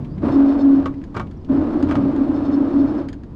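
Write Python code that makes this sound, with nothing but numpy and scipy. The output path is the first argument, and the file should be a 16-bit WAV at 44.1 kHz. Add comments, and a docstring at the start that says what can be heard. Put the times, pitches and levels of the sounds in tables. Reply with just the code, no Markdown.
"""Trolling motor on a marsh

Heard close up from a small metal boat, an electric trolling motor runs in two short bursts.
It shakes the hull, which drones in one strong mode and beats in its neighbours; the shaft rattles
and whines in spurts. The tiller clunks and ticks as it is worked, water laps and drips at the hull,
and small birds chirp far off in the reeds."""
import sys
import numpy as np
from scipy import signal
from scipy.fft import rfft, irfft
from scipy.io import wavfile
from scipy.ndimage import uniform_filter1d

SR = 44100
rng = np.random.default_rng(int(sys.argv[2]) if len(sys.argv) > 2 else 0)


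def bounce(signal):
    """Save signal as a 16-bit WAV file at the path given by the first command-line argument."""
    frames = np.transpose(np.atleast_2d(signal))
    limited = np.clip(frames, -1, 1)
    pcm = np.round(limited * 32767).astype(np.int16)
    wavfile.write(sys.argv[1], SR, pcm)


N = 147735
SHAFT_HZ = 31
DRONE_HZ, DRONE_WANDER_HZ, DRONE_GAIN_DB = 276.2, 1.596, -2.06

# The hull's main mode, close by, one curve per run: time_s, level_db
DRONE_CURVES = [
    [(0.2, -39), (0.256, -23), (0.278, -11.5), (0.304, -21), (0.348, -7.5), (0.496, -12.5), (0.602, -22.5),
     (0.642, -8), (0.686, -8), (0.788, -10), (0.838, -23), (0.904, -20.5), (0.942, -36.5), (0.974, -25),
     (1.022, -32.5), (1.08, -59)],
    [(1.47, -46), (1.502, -13), (1.778, -37), (1.838, -11.5), (1.886, -25.5), (2.084, -12), (2.124, -26.5),
     (2.216, -12), (2.254, -25), (2.608, -14.5), (2.724, -25), (2.762, -13), (2.84, -10), (2.874, -28),
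     (3.045, -22), (3.2, -41.5)],
]
# Unsteadiness of that mode, one value per run: roughness (0-1)
DRONE_ROUGHNESS = [.1, .32]
def drone(t):
    """The hull's main mode swells and sags with the load and throbs at the shaft rate."""
    out = 0
    for curve, roughness in zip(DRONE_CURVES, DRONE_ROUGHNESS):
        level_db = np.interp(t, *np.array(curve).T, left=-120, right=-120)
        level = uniform_filter1d(undb(level_db), size=300)
        phase = 2 * np.pi * np.cumsum(DRONE_HZ + DRONE_WANDER_HZ * walk(12)) / SR
        throb = shaft_pulse(depth=1.5 * roughness, wander=0.0904, wander_per_s=17)
        jitter = roughness * walk(70)
        out = out + level * (throb * np.sin(phase) + jitter * np.cos(phase))
    return undb(DRONE_GAIN_DB) * np.sqrt(2) * out


# Thumps of the churning propeller, heard through the hull: start_s, level_db
JOLTS = [(1.495, -10), (1.575, -11.5), (2.291, -8.5), (2.482, -11.5), (2.542, -13), (2.995, -17.5)]
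def jolts(t, length_s=0.023):
    """Each jolt of the propeller makes the hull's main mode swell for a few cycles."""
    out = 0
    for (start, db), angle in zip(JOLTS, rng.random(len(JOLTS))):
        out = out + undb(db) * arch(t, start, length_s) * np.sin(2 * np.pi * (DRONE_HZ * t + angle))
    return out


# The motor's two bursts: on_s, off_s, rattle_db, shake_db, kick_db
MOTOR_RUNS = [(0.216, 0.828, -4, -3.5, 9.5), (1.484, 3.004, -2.13, 0.5, 2)]
# Side modes of the hull around the microphone: pitch_hz, width_hz, level_db
HULL_MODES = [(235.6, 29, -30.5), (282, 23.4, -25.5), (305.1, 19, -27.5), (346.7, 43, -31),
              (582, 90, -37.5)]
# Tone of the rattling shaft and mount: frequency_hz, relative_db
RATTLE_SPECTRUM = [(60, -5), (200, -9.5), (400, 2), (480, 1), (640, -2), (720, -3), (1250, -8.5),
                   (1600, -15.5), (2100, -24.5), (4000, -33), (5000, -38), (6500, -47), (8700, -50.5),
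                   (10500, -64), (15000, -70.5)]
def motor(t, rattle_db=-30.5, impacts_per_s=1500):
    """Dense little impacts, swelling once a shaft turn, rattle the mount; the hull rings along."""
    drive = sum(undb(db) * effort(t, on, off, kick) for on, off, db, _, kick in MOTOR_RUNS)
    shake = sum(undb(db) * effort(t, on, off, kick) for on, off, _, db, kick in MOTOR_RUNS)
    turn = shaft_pulse(depth=0.11, wander=0.09, wander_per_s=10)
    impacts = unit((rng.random(N) < impacts_per_s / SR) * np.sign(noise()))
    force = unit(turn * (impacts + noise()))
    rattle = undb(rattle_db) * colour(force * drive, RATTLE_SPECTRUM)
    hull = sum(undb(db) * unit(resonate(noise() * turn, hz, width)) for hz, width, db in HULL_MODES)
    return rattle + shake * hull


# Moments when the shaft rubs harder: centre_s, level_db
RUB_SPURTS = [(0.33, 2.5), (0.491, -0.5), (0.525, 1), (0.611, 2.5), (0.759, -5.5), (2.37, -6), (2.46, 2),
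              (2.545, 1.5), (2.75, -3), (2.809, -3), (2.9, -5.5), (2.995, -4)]
# Thin rings of the motor housing: pitch_hz, width_hz, level_db
HOUSING_MODES = [(3610, 140, -61.5), (4375, 75, -59.5), (5226, 87, -61), (6220, 120, -70.5),
                 (7200, 120, -74)]
def whine(t, spurt_s=0.022, steady_db=-13, flutter_db=2.5, rasp_db=-61):
    """The turning shaft rubs lightly, and harder in spurts, rasping and ringing the motor housing."""
    spurt_power = sum((undb(db) * np.exp(-((t - at) / spurt_s) ** 2)) ** 2 for at, db in RUB_SPURTS)
    steady = undb(steady_db) * sum(effort(t, on, off, kick_db=0) for on, off, *_ in MOTOR_RUNS)
    rub = np.hypot(np.sqrt(spurt_power), steady)
    rasp = undb(rasp_db) * resonate(noise(), hz=3600, width=2100)
    flutter = unit(undb(flutter_db * walk(2 * SHAFT_HZ)))
    housing = sum(undb(db) * resonate(noise(), hz, width) for hz, width, db in HOUSING_MODES)
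    return rub * flutter * (rasp + housing)


RING_LAG_S, RING_FOCUS_DB_PER_OCT = 0.0022, 12
SNAP_DB, SNAP_T60_S, CLACK_DB = 5, 0.011, 6.5
# Clunks of the tiller, within arm's reach: start_s, level_db, crack_db, rise_s, centre_hz
CLUNKS = [(0.857, -1, 0, 0.0012, 1110), (1.143, -0.5, -1.5, 0.0089, 1230), (1.165, 0, -1, 0.0012, 1360),
          (1.196, 0.5, -4, 0.0005, 1300), (1.886, -3.5, 1.5, 0.0063, 1140), (1.910, -1.5, 2, 0.0016, 1400),
          (1.9535, -1, -1.5, 0.00066, 1254)]
# Modes of the motor mount: pitch_hz, level_db, t60_s
MOUNT_MODES = [(575, 8, 0.29), (902, -3.5, 0.17), (1103.5, 6, 0.125), (1218, 4, 0.12), (1405, -1, 0.1),
               (1585, 1, 0.085), (2285, -0.5, 0.14), (3150, -6, 0.048)]
# Tone of a clunk's crack: frequency_hz, relative_db
CRACK_SPECTRUM = [(80, -33), (270, 1), (600, 1), (1250, 0.5), (2000, -11), (3000, -16), (4500, -24),
                  (6500, -30.5), (8500, -39.5), (15000, -58.5)]
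# Light ticks of the throttle grip: start_s, level_db
GRIP_TICKS = [(1.038, -12.5), (1.311, -16), (1.826, -2.5), (2.162, -12.5), (3.086, -4.5), (3.129, -9),
              (3.234, -17)]
# Tone of the ticks and of each clunk's bright clack: frequency_hz, relative_db
TICK_SPECTRUM = [(400, -10.5), (1000, 1.5), (1700, 7), (2600, -5), (3200, -1.5), (4000, -7.5), (4900, -5),
                 (5700, -20.5), (6700, -6.5), (7500, -24), (9000, -19.5), (11000, -35.5), (13000, -35),
                 (16000, -50)]
def tiller(t, ring_gain_db=-31, crack_gain_db=-23.5, tick_gain_db=-35):
    """Each clunk cracks, then rings the mount modes its point of contact favours; the grip ticks."""
    rings, cracks = 0, 0
    ticks = sum(undb(db) * strike(t, start, t60=0.08, rise=0.00056) for start, db in GRIP_TICKS)
    for start, db, crack_db, rise, centre_hz in CLUNKS:
        for hz, mode_db, t60 in MOUNT_MODES:
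            detune, angle = rng.uniform(-0.87, 1, 2)
            level = undb(db + mode_db - RING_FOCUS_DB_PER_OCT * abs(np.log2(hz / centre_hz)))
            phase = 2 * np.pi * hz * (1 + 0.016 * detune) * (t - start) + np.pi * angle
            rings = rings + level * fade(t, start + RING_LAG_S, t60, rise) * np.sin(phase)
        cracks = cracks + undb(db + crack_db) * strike(t, start, t60=0.099, rise=rise)
        ticks = ticks + undb(db + crack_db + CLACK_DB) * fade(t, start, SNAP_T60_S, rise)
    cracking = undb(crack_gain_db) * colour(cracks * noise(), CRACK_SPECTRUM)
    ticking = undb(tick_gain_db) * colour(ticks * noise(), TICK_SPECTRUM)
    return undb(ring_gain_db) * rings + cracking + ticking


# Tone of the water just over the side: frequency_hz, relative_db
LAP_SPECTRUM = [(20, -5.5), (60, 2), (150, -7), (300, -2.5), (450, -18), (700, -26.5), (1000, -26),
                (1600, -39), (2500, -45.5), (4800, -50.5), (10000, -67.5), (15000, -85)]
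# Rise and fall of the low rumble underfoot: time_s, level_db
RUMBLE_CURVE = [(0.0, -17.5), (0.1, -28), (0.24, -19), (0.71, -48.5), (0.75, -23.5), (1.12, -39),
                (1.17, -18.5), (1.43, -37.5), (1.54, -22), (1.67, -33.5), (2.04, -16.5), (2.14, -28),
                (3.35, -30)]
# Resonances of that rumble: pitch_hz, width_hz, level_db
RUMBLE_MODES = [(85.5, 13, -9), (147.6, 134, -7)]
# Slaps of water that boom in the hull: start_s, length_s, pitch_hz, width_hz, level_db
SLAPS = [(-0.1, 0.56, 142.6, 29.8, -30.5), (1.869, .26, 120, 89.4, -31.5)]
def water(t, lap_db=-34.5, swell_db=1.5):
    """Water laps against the boat, with the hull rumbling and booming under it."""
    lap = undb(lap_db) * colour(noise() * unit(undb(swell_db * walk(4.8))), LAP_SPECTRUM)
    rumble_level = undb(np.interp(t, *np.array(RUMBLE_CURVE).T))
    rumble = sum(undb(db) * unit(resonate(noise(), hz, width)) for hz, width, db in RUMBLE_MODES)
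    booms = sum(undb(db) * arch(t, start, length) * resonate(noise(), hz, width)
                for start, length, hz, width, db in SLAPS)
    return lap + rumble_level * rumble + booms


# Soft drips alongside the boat: start_s, level_db, pitch_hz
DRIPS = [(0.045, -46, 2300), (0.179, -47.5, 2000), (0.939, -51, 2000), (1.015, -49.5, 1800),
         (1.268, -50.5, 2190), (1.446, -53.5, 2900)]
def drips(t):
    """Each small splash is a quick puff of noise around its own pitch."""
    return sum(undb(db) * fade(t, start, t60=0.06, rise=0.0007) * resonate(noise(), hz, width=0.8 * hz)
               for start, db, hz in DRIPS)


# Small birds far off across the marsh: start_s, length_s, from_hz, to_hz
CHIRPS = [(0.08, 0.1, 4500, 5000), (0.974, 0.013, 4800, 4930), (1.366, 0.019, 5800, 4970),
          (1.41, 0.015, 4950, 4860)]
def birds(t, level_db=-65, waver_hz=170):
    """Faint, slightly wavering glides carry from the reeds."""
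    out = 0
    for start, length, from_hz, to_hz in CHIRPS:
        glide_hz = np.interp(t, [start, start + length], [from_hz, to_hz])
        phase = 2 * np.pi * np.cumsum(glide_hz + waver_hz * walk(600)) / SR
        out = out + arch(t, start, length) * np.sin(phase)
    return undb(level_db) * out


def effort(t, on, off, kick_db, attack_s=0.018, settle_s=0.32, coast_s=0.056):
    """The motor bites at once, settles, and coasts down when switched off."""
    age = np.maximum(t - on, 0)
    bite = 1 - np.exp(-age / attack_s)
    kick = undb(kick_db * np.exp(-age / settle_s))
    coast = np.exp(-np.maximum(t - off, 0) / coast_s)
    return bite * kick * coast


def shaft_pulse(depth, wander, wander_per_s):
    """A gain that swells once per turn of the slightly unsteady shaft."""
    turn_hz = SHAFT_HZ * (1 + wander * walk(wander_per_s))
    return 1 + depth * np.sin(2 * np.pi * np.cumsum(turn_hz) / SR)


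def strike(t, start, t60, rise):
    """The envelope of a short snap and its longer tail."""
    return fade(t, start, t60, rise) + undb(SNAP_DB) * fade(t, start, SNAP_T60_S, 2 * rise)


def fade(t, start, t60, rise):
    """A quick rise and an exponential decay."""
    age = np.maximum(t - start, 0)
    return (1 - np.exp(-age / rise)) * np.exp(-np.log(1000) * age / t60)


def arch(t, start, length):
    """A half-sine swell."""
    return np.sin(np.pi * np.clip((t - start) / length, 0, 1))


def resonate(x, hz, width):
    """A steep resonance that keeps the power of white noise."""
    b, a = signal.iirpeak(hz, hz / width, fs=SR)
    return signal.lfilter(b, a, signal.lfilter(b, a, x)) * np.sqrt(2 * SR / (np.pi * width))


def colour(x, points):
    """Shape a sound by (Hz, dB) points, keeping the power of white noise."""
    hz, db = np.array(points).T
    bins_hz = np.maximum(np.fft.rfftfreq(2 * N, 1 / SR), 1)
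    gain = unit(undb(np.interp(np.log(bins_hz), np.log(hz), db)))
    return irfft(rfft(x, 2 * N) * gain, 2 * N)[:N]


def walk(rate):
    """Random levels held 1 / rate s and smoothed twice."""
    hold = int(SR / rate)
    steps = np.repeat(noise()[:N // hold + 1], hold)
    return unit(uniform_filter1d(uniform_filter1d(steps, hold), hold)[:N])


def noise():
    return rng.standard_normal(N)


def unit(x):
    return x / np.sqrt(np.mean(x ** 2) + 1e-18)


def undb(db):
    return 10 ** (np.asarray(db) / 20)


def scene():
    """Boat and water close by, birds far off, all at one microphone."""
    t = np.arange(N) / SR
    boat = drone(t) + jolts(t) + motor(t) + whine(t) + tiller(t)
    return (boat + water(t) + drips(t) + birds(t))[None]


def record(dry, top_hz=14900):
    """The camera's microphone channel cuts the top treble steeply."""
    return signal.sosfilt(signal.ellip(8, .2, 70, top_hz, fs=SR, output="sos"), dry)


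dry = scene()
out = record(dry)
bounce(out)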